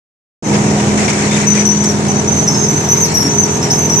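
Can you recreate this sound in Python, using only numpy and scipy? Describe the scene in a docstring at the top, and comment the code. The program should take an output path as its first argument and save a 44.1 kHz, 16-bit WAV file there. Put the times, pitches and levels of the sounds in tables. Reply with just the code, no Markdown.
"""A drive's hum and a broad roar of machinery fade in: a chain conveyor in a sawmill hall. Logs ride along its
steel trough and their bark scrapes the wall, mostly at first, with the noise of sliding friction. Stick-slip of
the chain on its guides gives one early squeal, then a run of short arcs in pitch. Links clink as they snap into
place, and late on the logs bump together; each impact rings the damped modes of the body struck."""
import sys
import numpy as np
from scipy import signal
from scipy.fft import rfft, irfft
from scipy.io import wavfile
from scipy.ndimage import uniform_filter1d, minimum_filter1d

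SR = 44100
rng = np.random.default_rng(int(sys.argv[2]) if len(sys.argv) > 2 else 0)


def log_audio(samples):
    """Write samples as a 16-bit WAV file to the path given in sys.argv[1]."""
    # one column per channel
    frames = np.atleast_2d(samples).T
    # limit to full scale, then quantise
    limited = np.clip(frames, -1, 1)
    pcm = np.round(limited * 32767).astype(np.int16)
    wavfile.write(sys.argv[1], SR, pcm)


N = 176400
T = np.arange(N) / SR


def from_db(db):
    """Amplitude ratio: a factor of ten for every 20 dB."""
    return 10 ** (np.asarray(db) / 20)


def unit_rms(x):
    """Normalisation to unit mean power."""
    return x / np.sqrt(np.mean(x ** 2) + 1e-20)


def in_time(points):
    """Linear interpolation of a control curve at every sample."""
    return np.interp(T, *np.transpose(points))


def at_hz(points, hz):
    """Interpolation of a spectrum on a logarithmic frequency axis."""
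    frequencies, values = np.transpose(points)
    return np.interp(np.log(hz), np.log(frequencies), values)


def drift(rate_hz):
    """Random modulation: low-passed Gaussian noise of unit RMS."""
    step, settle = 20, 3000
    pole = np.exp(-2 * np.pi * step * rate_hz / SR)
    white = rng.standard_normal(N // step + settle + 2)
    slow = signal.lfilter([1], [1, -2 * pole, pole * pole], white)[settle:]
    return np.interp(np.arange(N) / step, np.arange(len(slow)), unit_rms(slow))


def pan(db):
    """Interaural level difference, left minus right, at constant power."""
    gains = from_db(np.array([[.5], [-.5]]) * db)
    return gains / np.sqrt(np.mean(gains ** 2, axis=0))


def gate(start, length, attack_s, release_s):
    """Trapezoidal envelope, its fall centred on the end of the event."""
    return np.clip((T - start) / attack_s, 0, 1) * np.clip((start + length - T) / release_s + .5, 0, 1)


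def hall_tone(hz, db, flutter_db=1.38, spread_hz=670):
    """Multipath interference: moving reflections sway a tone's level and phase."""
    phase = 2 * np.pi * np.cumsum(hz) / SR
    apart = min(hz.mean() / spread_hz, 1) ** 2   # the ears differ more for higher tones
    ear_phase = apart * np.array([drift(2.03), drift(1.9)])
    sway = rng.uniform(0, 2 * np.pi) + .3 * drift(2.9)
    return np.sqrt(2) * from_db(db + flutter_db * drift(3.1)) * np.sin(phase + sway + ear_phase)


# Drive harmonics: (harmonic number, level beside the trough [dB], level along the conveyor [dB])
DRIVE_HARMONICS = [(2, -38.5, -33), (3, -28, -26), (4, -28, -27), (5, -16.5, -23), (6, -32.5, -31),
                   (7, -31, -33.5), (8, -30, -30.5), (9, -29.5, -33.5), (10, -29.5, -26), (11, -32, -32.5),
                   (13, -51.5, -52.5)]
# Other motors and fans: (frequency [Hz], level [dB], wander [fraction of frequency])
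MOTOR_TONES = [(91, -32, 0.022), (146.9, -24, 0.0047), (714, -42.5, 0.00284), (918, -34, .002),
               (947.3, -36, 0.00099)]


def hum(drive_hz=41.36, turn_from_s=1.9, turn_to_s=3.14):
    """Periodic forcing: the drive radiates a harmonic series, other motors one tone each."""
    fundamental = drive_hz * (1 + .002 * drift(3.15))
    # The harmonics change in balance as the listener turns to face along the conveyor.
    turned = np.clip((T - turn_from_s) / (turn_to_s - turn_from_s), 0, 1)
    drive = sum(hall_tone(round(k) * fundamental, beside + (along - beside) * turned)
                for k, beside, along in DRIVE_HARMONICS)
    return drive + sum(hall_tone(hz * (1 + wander * drift(8.6)), db) for hz, db, wander in MOTOR_TONES)


# Likeness of the noise at the two ears: (frequency [Hz], correlation [-1 to 1])
EAR_CORRELATION = [(60, 1), (150, 1), (280, 1), (550, 0.94), (1100, -0.25), (2200, 0.099), (5000, -0.08),
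                   (13000, -0.38)]
# Balance of the noise: (frequency [Hz], left minus right level [dB])
EAR_BALANCE = [(200, -2.5), (1200, -3), (2400, 3), (4500, 0.5), (5600, 6.5), (6300, 25), (7200, -16.5),
               (9000, -5), (13000, -85)]


def banded_noise(spectrum, flicker_db, flicker_hz, bands):
    """Partial coherence: each flickering band mixes in-phase and antiphase noise. Unit total RMS."""
    edges = np.geomspace(spectrum[0][0], min(spectrum[-1][0], SR / 2 - 1000), bands + 1)
    white = rng.standard_normal((2, 2, N))
    out = np.zeros((2, N))
    for k, (low, high) in enumerate(zip(edges, edges[1:])):
        bandpass = signal.butter(2, [low, high], "band", fs=SR, output="sos")
        mid, side = signal.sosfilt(bandpass, white[k % 2])
        hz = np.sqrt(low * high)
        alike = np.clip(at_hz(EAR_CORRELATION, hz), -1, 1)
        band = np.sqrt(1 + alike) * mid + np.sqrt(1 - alike) * side * [[1], [-1]]
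        gain = from_db(at_hz(spectrum, hz) + flicker_db * drift(flicker_hz))
        out += gain * pan(at_hz(EAR_BALANCE, hz)) * band
    return unit_rms(out)


# Machinery rumble: (frequency [Hz], relative spectral density [dB])
RUMBLE_SPECTRUM = [(20, -22), (34, -15), (50, -17), (68, -23.5), (88, -4), (120, -3.5), (180, -4),
                   (250, -3.5), (400, -6), (520, -11.5), (700, -7), (950, -14.5), (1300, -20), (1600, -59)]
# Swell of the rumble: (time [s], relative level [dB])
RUMBLE_LEVEL = [(.55, -25), (1.0, -28), (1.7, -33), (2.1, -27.5), (2.8, -30.5), (4.0, -30.5)]
# Chain clatter and hiss: (frequency [Hz], relative spectral density [dB])
HISS_SPECTRUM = [(500, -36), (1000, 2.5), (1400, 0.5), (2200, -1), (3200, -6.5), (4800, -6.5), (6000, 2),
                 (7600, -2.5), (8800, -11), (10200, -24), (12500, -33), (14500, -48)]


def roar(rumble_gain_db=9, hiss_db=-23, grain_db=1.06):
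    """Amplitude-modulated noise: machinery rumbles in slow swells under a grainy hiss of chains."""
    swell = from_db(in_time(RUMBLE_LEVEL) + rumble_gain_db)
    rumble = swell * banded_noise(RUMBLE_SPECTRUM, flicker_db=1.5, flicker_hz=8.3, bands=20)
    rattle = from_db(hiss_db + grain_db * drift(81))
    return rumble + rattle * banded_noise(HISS_SPECTRUM, flicker_db=1, flicker_hz=8.7, bands=26)


def from_the_right(x, lag_s=.00034, corner_hz=305):
    """Interaural time difference: the bass reaches the left ear later."""
    hz = np.arange(N // 2 + 1) * SR / N
    lag = lag_s / (1 + (hz / corner_hz) ** 2)
    left = irfft(rfft(x[0]) * np.exp(-2j * np.pi * hz * lag), N)
    return np.array([left, x[1]])


def steel_walls(x, count=24, t60_s=.17, echo_db=-.5):
    """Early reflections: steel walls add delayed, decaying copies, different at each ear."""
    echoes = np.zeros((2, N))
    for ear, direct in zip(echoes, np.broadcast_to(x, (2, N))):
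        delays = rng.uniform(.001, .066, count)
        gains = from_db(-60 * delays / t60_s) * rng.choice([-1, 1], count)
        for lag, gain in zip((delays * SR).astype(int), gains / np.linalg.norm(gains)):
            ear[lag:] += gain * direct[:N - lag]
    return x + from_db(echo_db) * echoes


# Chain squeals: (time [s], duration [s], first frequency [Hz], last frequency [Hz], mid rise [Hz],
# relative level [dB], roughness [about 0 to 1], octave relative to fundamental [dB])
CHAIN_SQUEALS = [(0.437, 0.043, 6180, 6190, 17, -20.5, 0.27, -34),
                 (1.226, .04, 4220, 4300, 18, -35, 0.6, -35), (1.285, 0.084, 3560, 3550, 22, -32, .8, -35),
                 (1.42, .04, 4100, 4010, 27, -27.5, .6, -35), (1.468, 0.023, 6054, 6015, 7, -6, 0.18, -32),
                 (1.5, 0.036, 6080, 6004, 9, -10.5, 0.13, -37),
                 (1.551, 0.069, 6080, 5930, 41, -15.5, 0.52, -33),
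                 (1.651, .03, 6024, 5900, 3, -8.5, 0.53, -30),
                 (1.686, 0.046, 5904, 5990, 10, -12.5, .2, -35),
                 (1.745, 0.09, 6060, 6050, 26.5, -17.5, 0.33, -37),
                 (1.854, 0.028, 5975, 6105, 74, -10, 0.26, -33),
                 (1.884, 0.033, 5830, 5640, 3, -18.5, 0.46, -26),
                 (2.081, 0.039, 6100, 6020, 33, -14.5, 0.04, -33),
                 (2.155, 0.045, 6100, 5990, 40, -17, 0.22, -35),
                 (2.274, 0.024, 5997, 6090, 1, -11.5, 0.12, -32),
                 (2.311, 0.096, 6125, 5930, 173, -15.5, 0.37, -30),
                 (2.413, 0.034, 6120, 6170, 50, -16, 0.65, -30),
                 (2.474, 0.014, 5950, 5970, 0, -10, 1.01, -28),
                 (2.497, 0.071, 6070, 6200, 152, -20, 0.65, -27),
                 (2.476, .026, 5330, 5290, 15, -17.5, .3, -38),
                 (2.54, 0.034, 5260, 5360, 12.5, -18.5, .3, -38),
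                 (2.57, 0.093, 6180, 6197, 82, -15, 0.47, -32),
                 (2.682, 0.037, 5850, 6040, 0, -14, 0.65, -23),
                 (2.726, .09, 6170, 6130, 32, -17, 0.32, -30),
                 (2.8, 0.082, 6020, 5880, 22, -21.5, 0.97, -22),
                 (2.886, 0.0548, 5946, 6126, 67.5, -8.5, 0.72, -21),
                 (2.963, .08, 6100, 6080, 135, -12.5, 0.63, -24.5),
                 (3.036, 0.025, 6040, 5620, 5, -17.5, .9, -16), (3.052, .07, 4200, 4280, 20, -34, .95, -35),
                 (3.137, 0.093, 5804, 5750, -21.5, -13, 0.34, -15.5),
                 (3.151, 0.12, 5525, 5527, 99, -15, 0.78, -21.5),
                 (3.291, 0.098, 6070, 6030, 2, -15.5, 0.27, -29),
                 (3.381, 0.027, 6110, 6260, 17, -4.5, 0.07, -31),
                 (3.431, 0.013, 6100, 5810, 34, -6.5, 0.13, -27),
                 (3.491, 0.091, 6030, 6190, 100, -18, 0.37, -27),
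                 (3.625, 0.029, 5930, 5770, -4, -20, 0.8, -22), (2.63, .04, 5280, 5330, 10, -25, .4, -38),
                 (3.614, .02, 5300, 5330, 0, -23, 0.45, -38), (3.701, 0.017, 5320, 5390, 4, -11, 0.06, -28),
                 (3.702, 0.17, 5905, 6090, 186, -15.5, 0.56, -22),
                 (3.894, 0.15, 5804, 6190, 42, -13, 0.36, -24)]
# Balance of their fundamental: (time [s], left minus right level [dB])
SQUEAL_BALANCE = [(1.5, 14), (2.2, 9), (2.36, -0.5), (3.0, 2.5), (3.3, 4), (3.9, 0)]


def squeals(gain_db=-1, octave_pan_db=-12.5):
    """Stick-slip oscillation of the chain: the pitch arches with the load and carries a raspy octave."""
    fundamental, octave = np.zeros((2, N)), np.zeros(N)
    # Each squeal scales the jitter, chatter and rasp by its roughness.
    jitter_hz = 126 * drift(85)
    chatter_db = 6 * np.tanh(drift(34))
    chatter_db += 4.5 * np.minimum(drift(150), 1)   # brief slips make it sputter
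    rasp_rad = .64 * drift(170)   # fast slips smear the octave
    ear_phase = np.array([[0], [1]]) * (1.4 + .71 * drift(19.5))
    for start, length, first_hz, last_hz, rise_hz, db, rough, octave_db in CHAIN_SQUEALS:
        envelope = gate(start, length, attack_s=.0033, release_s=.0066)
        on = envelope > 0
        progress = np.clip((T[on] - start) / length, 0, 1)
        arc_hz = first_hz + (last_hz - first_hz) * progress + rise_hz * np.sin(np.pi * progress)
        phase = 2 * np.pi * np.cumsum(arc_hz + rough * jitter_hz[on]) / SR
        amplitude = envelope[on] * from_db(db + gain_db + rough * chatter_db[on])
        fundamental[:, on] += amplitude * np.sin(phase + ear_phase[:, on])
        octave[on] += amplitude * from_db(octave_db) * np.sin(2 * phase + rough * rasp_rad[on])
    return (pan(in_time(SQUEAL_BALANCE)) * steel_walls(fundamental)
            + pan(octave_pan_db) * steel_walls(octave))


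# Bark sliding on steel: (frequency [Hz], relative spectral density [dB])
SCRAPE_SPECTRUM = [(400, 3), (1000, -7.5), (1700, -1.5), (2250, 2.5), (3100, -8.5), (4600, -11), (6200, 1),
                   (7500, -5), (9000, -15), (10500, -41), (14000, -83)]
# Strokes against the wall: (time [s], duration [s], level [dB])
SCRAPE_STROKES = [(0.445, 0.49, -26), (.525, 0.046, -20.5), (0.66, 0.013, -24), (0.794, 0.021, -20.5),
                  (0.835, 0.02, -22), (0.971, .1, -18), (1.077, 0.04, -15), (1.123, 0.18, -20.5),
                  (1.309, 0.13, -19), (1.43, 0.16, -24.5), (1.547, 0.087, -19), (2.81, 0.035, -35),
                  (3.06, 0.08, -28), (3.647, 0.025, -24.5)]


def scrapes():
    """Sliding friction: bark drags on the trough wall; overlapping strokes add in power."""
    power = sum((from_db(db) * gate(start, length, attack_s=.0043, release_s=.021)) ** 2
                for start, length, db in SCRAPE_STROKES)
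    return np.sqrt(power) * banded_noise(SCRAPE_SPECTRUM, flicker_db=2.5, flicker_hz=37, bands=26)


def impacts(hits, modes, attack_s, scatter_db=1.4):
    """Modal superposition: each hit excites a sum of exponentially decaying sinusoids."""
    out, age = np.zeros(N + SR), np.arange(SR // 2) / SR
    for start, db in hits:
        ring = sum(from_db(db + mode_db + rng.normal(0, scatter_db) - 60 * age / t60)
                   * np.sin(2 * np.pi * hz * age) for hz, mode_db, t60 in modes)
        onset = int(start * SR)
        out[onset:onset + len(age)] += ring * np.minimum(age / attack_s, 1)
    return out[:N]


# Link impacts: (time [s], relative level [dB])
LINK_HITS = [(1.652, -16), (1.839, -8), (1.844, -8), (3.054, -16), (3.12, -12)]
# Modes of a link: (frequency [Hz], relative level [dB], T60 [s])
LINK_MODES = [(4900, -5, .04), (5200, -3, 0.033), (5620, 3, 0.045), (6700, 0, .03), (7740, -1, 0.048),
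              (8100, -5, .04), (9300, -13, .03), (11100, -8, .03)]


def clinks():
    """Free vibration: chain links snap into place and ring briefly in high modes."""
    return from_db(-9.5) * impacts(LINK_HITS, LINK_MODES, attack_s=.001) * pan(-2.2)


# Log collisions: (time [s], relative level [dB])
LOG_HITS = [(3.2, -18), (3.245, -10.5)]
# Modes of a log: (frequency [Hz], relative level [dB], T60 [s])
LOG_MODES = [(192, -1, .35), (235, -3, .25), (272.4, -1, 0.2)]


def thumps():
    """Impact excitation: logs bump together and sound their low, damped modes."""
    return impacts(LOG_HITS, LOG_MODES, attack_s=.006)


def scene():
    """Linear superposition: the pressures of all sources add at each ear."""
    return from_the_right(hum() + roar()) + squeals() + scrapes() + clinks() + thumps()


def record(dry, start_s=.424, fade_s=.1, ceiling=.96, cutoff_hz=15000):
    """Gain control and filtering: a fade-in from silence, a peak limiter, then a low-pass."""
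    opening = np.clip((T - start_s) / .002, 0, 1)
    faded = dry * opening * np.clip(.21 + (T - start_s) / fade_s, 0, 1)
    window = int(.004 * SR)
    allowed_gain = ceiling / np.maximum(abs(faded), ceiling)
    gain = uniform_filter1d(minimum_filter1d(allowed_gain, window), window)
    lowpass = signal.cheby2(12, 70, cutoff_hz, fs=SR, output="sos")
    return signal.sosfilt(lowpass, faded * gain)


dry = scene()
out = record(dry)
log_audio(out)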